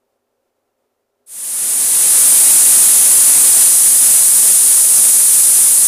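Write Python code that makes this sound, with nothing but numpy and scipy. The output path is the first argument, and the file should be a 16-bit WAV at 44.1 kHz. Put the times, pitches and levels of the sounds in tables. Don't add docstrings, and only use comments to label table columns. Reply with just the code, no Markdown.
import sys
import numpy as np
from scipy import signal
from scipy.fft import rfft, irfft, next_fast_len
from scipy.io import wavfile

SR = 44100
rng = np.random.default_rng(int(sys.argv[2]) if len(sys.argv) > 2 else 0)


def pcm_store(signal):
    levels = np.round(np.clip(np.atleast_2d(signal), -1, 1) * 32767)
    wavfile.write(sys.argv[1], SR, levels.astype(np.int16).T)


N = 258898

# frequency in Hz, relative level in dB per Hz.
BURNER_SPECTRUM = [(20, -16), (60, -21), (130, -17), (170, -25), (250, -7.5), (310, -9.5), (400, -4.5),
                   (530, -5), (700, -7), (1100, -14.5), (2000, -22), (4000, -26.5), (15000, -28)]
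# centre in Hz, width at half the lift in Hz, lift in dB.
BURNER_RESONANCES = [(405, 45, 5.5), (535, 40, 6), (1348, 90, 4)]
# frequency in Hz, rms level in dB.
HUM_TONES = [(97, -91), (243, -85), (409, -88), (544, -85)]
# frequency in Hz, relative level in dB per Hz.
RUSH_SPECTRUM = [(20, -9.5), (85, -7), (140, -4.5), (210, 0), (400, -1.5), (1300, -3), (2500, -1.2),
                 (4000, -1), (8000, -11)]
# frequency in Hz, relative level in dB per Hz.
HISS_SPECTRUM = [(2500, -34), (4200, -20.5), (5600, -18), (7000, -11.5), (7700, -8), (8400, -3),
                 (9300, -0.5), (10200, -.5), (11000, -3.5), (11900, -11), (14000, -14.5), (15400, -16.5)]
# centre in Hz, width at half the lift in Hz,
# lift in dB (negative makes a hollow).
HISS_PEAKS_AND_HOLLOWS = [(4500, 250, -3), (5105, 76, 5.5), (6012, 66, 8), (6200, 45, 2.5), (6620, 47, 7),
                          (7060, 40, 8.5), (7587, 40, 3), (8110, 55, 4), (8680, 42, 5.5), (9000, 60, -0.5),
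                          (9226, 40, 5.5), (9330, 49, 4.5), (10000, 37, 6), (10440, 56, 3.5),
                          (10800, 75, -3.5), (10950, 65, -0.5)]
# time of the top in seconds, lift in dB.
WEIGHT_SURGES = [(2.8, 1.5), (4.11, 3.5), (4.49, 2.0), (5.01, 2.5)]

BURNER_DB = -69.5
SWELL_START_S, SWELL_END_S = 1.26, 2.263
JET_DB, SAG_DB_PER_S = -30.5, 0.58
SETTLE_S, SETTLE_LENGTH_S, SETTLE_DROP_DB = 3.68, 0.09, 3.5
SURGE_WIDTH_S = 0.088
RUSH_DB = 2
HISS_DB = -5
HISS_PER_RUSH = 0.4
OVERLOAD, MIC_LOW_HZ = 0.57, 170
CUTOFF_HZ = 15470
DRIFT_STEP = 40


def from_db(db):
    return 10 ** (np.asarray(db) / 20)


def rms_one(x):
    return x / np.sqrt(np.mean(x ** 2) + 1e-20)


def seconds():
    return np.arange(N) / SR


def drift(rate_hz):
    pole = np.exp(-2 * np.pi * rate_hz * DRIFT_STEP / SR)
    noise = rng.standard_normal(N // DRIFT_STEP + 2002)
    smoothed = signal.lfilter([1], [1, -2 * pole, pole * pole], noise)
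    slow = rms_one(smoothed[2000:])
    return np.interp(np.arange(N) / DRIFT_STEP, np.arange(len(slow)), slow)


def turbulence(spectrum, peaks=()):
    size = next_fast_len(N)
    hz = np.maximum(np.arange(size // 2 + 1) * SR / size, 1)
    points = np.array(spectrum)
    level_db = np.interp(np.log(hz), np.log(points[:, 0]), points[:, 1])
    for centre, width, lift_db in peaks:
        level_db = level_db + lift_db / (1 + (2 * (hz - centre) / width) ** 2)
    shaped = rfft(rng.standard_normal(size)) * from_db(level_db)
    return rms_one(irfft(shaped, size)[:N])


def kitchen(x, wet_db, t60):
    t = np.arange(SR // 4) / SR
    tail = rng.standard_normal(len(t)) * from_db(-60 * t / t60)
    echoes = signal.fftconvolve(x, tail / np.linalg.norm(tail))[:N]
    wet = from_db(wet_db)
    return (x + wet * echoes) / np.hypot(1, wet)


def burner():
    flame_db = BURNER_DB + 0.87 * drift(8)
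    flame = turbulence(BURNER_SPECTRUM, BURNER_RESONANCES) * from_db(flame_db)
    hum = np.zeros(N)
    for hz, rms_db in HUM_TONES:
        phase = 2 * np.pi * hz * seconds() + 0.85 * drift(3)
        hum += np.sqrt(2) * from_db(rms_db) * np.sin(phase)
    return flame + hum


def jet_flow():
    t = seconds()
    sag_db = SAG_DB_PER_S * np.maximum(t - SWELL_START_S, 0)
    settled = np.clip((t - SETTLE_S) / SETTLE_LENGTH_S, 0, 1)
    surge_db = np.zeros(N)
    for top_s, lift_db in WEIGHT_SURGES:
        surge_db += lift_db * np.exp(-((t - top_s) / SURGE_WIDTH_S) ** 2)
    return JET_DB - sag_db - SETTLE_DROP_DB * settled + surge_db


def jet_rush(flow_db):
    flutter_db = 0.95 * drift(23)
    rush = kitchen(turbulence(RUSH_SPECTRUM), wet_db=-8, t60=0.32)
    return rush * from_db(RUSH_DB + flow_db + flutter_db)


def valve_hiss(flow_db):
    wobble_db = 0.5 * drift(23)
    jet = kitchen(turbulence(HISS_SPECTRUM, HISS_PEAKS_AND_HOLLOWS), wet_db=-13, t60=0.23)
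    flow_change_db = flow_db - flow_db.mean()
    return jet * from_db(HISS_DB + HISS_PER_RUSH * flow_change_db + wobble_db)


def overload(x):
    fine = signal.resample_poly(x, 3, 1)
    flattened = signal.resample_poly(np.clip(fine, -OVERLOAD, OVERLOAD), 1, 3)
    bass_cut = signal.butter(2, MIC_LOW_HZ, "high", fs=SR, output="sos")
    return signal.sosfilt(bass_cut, flattened)


def scene():
    flow_db = jet_flow()
    swell = np.clip((seconds() - SWELL_START_S) / (SWELL_END_S - SWELL_START_S), 0, 1)
    steam = overload(valve_hiss(flow_db)) + jet_rush(flow_db)
    return np.tile(swell * steam + burner(), (2, 1))


def record(dry):
    treble_cut = signal.ellip(12, 0.1, 70, CUTOFF_HZ, fs=SR, output="sos")
    return signal.sosfilt(treble_cut, dry)


dry = scene()
out = record(dry)
pcm_store(out)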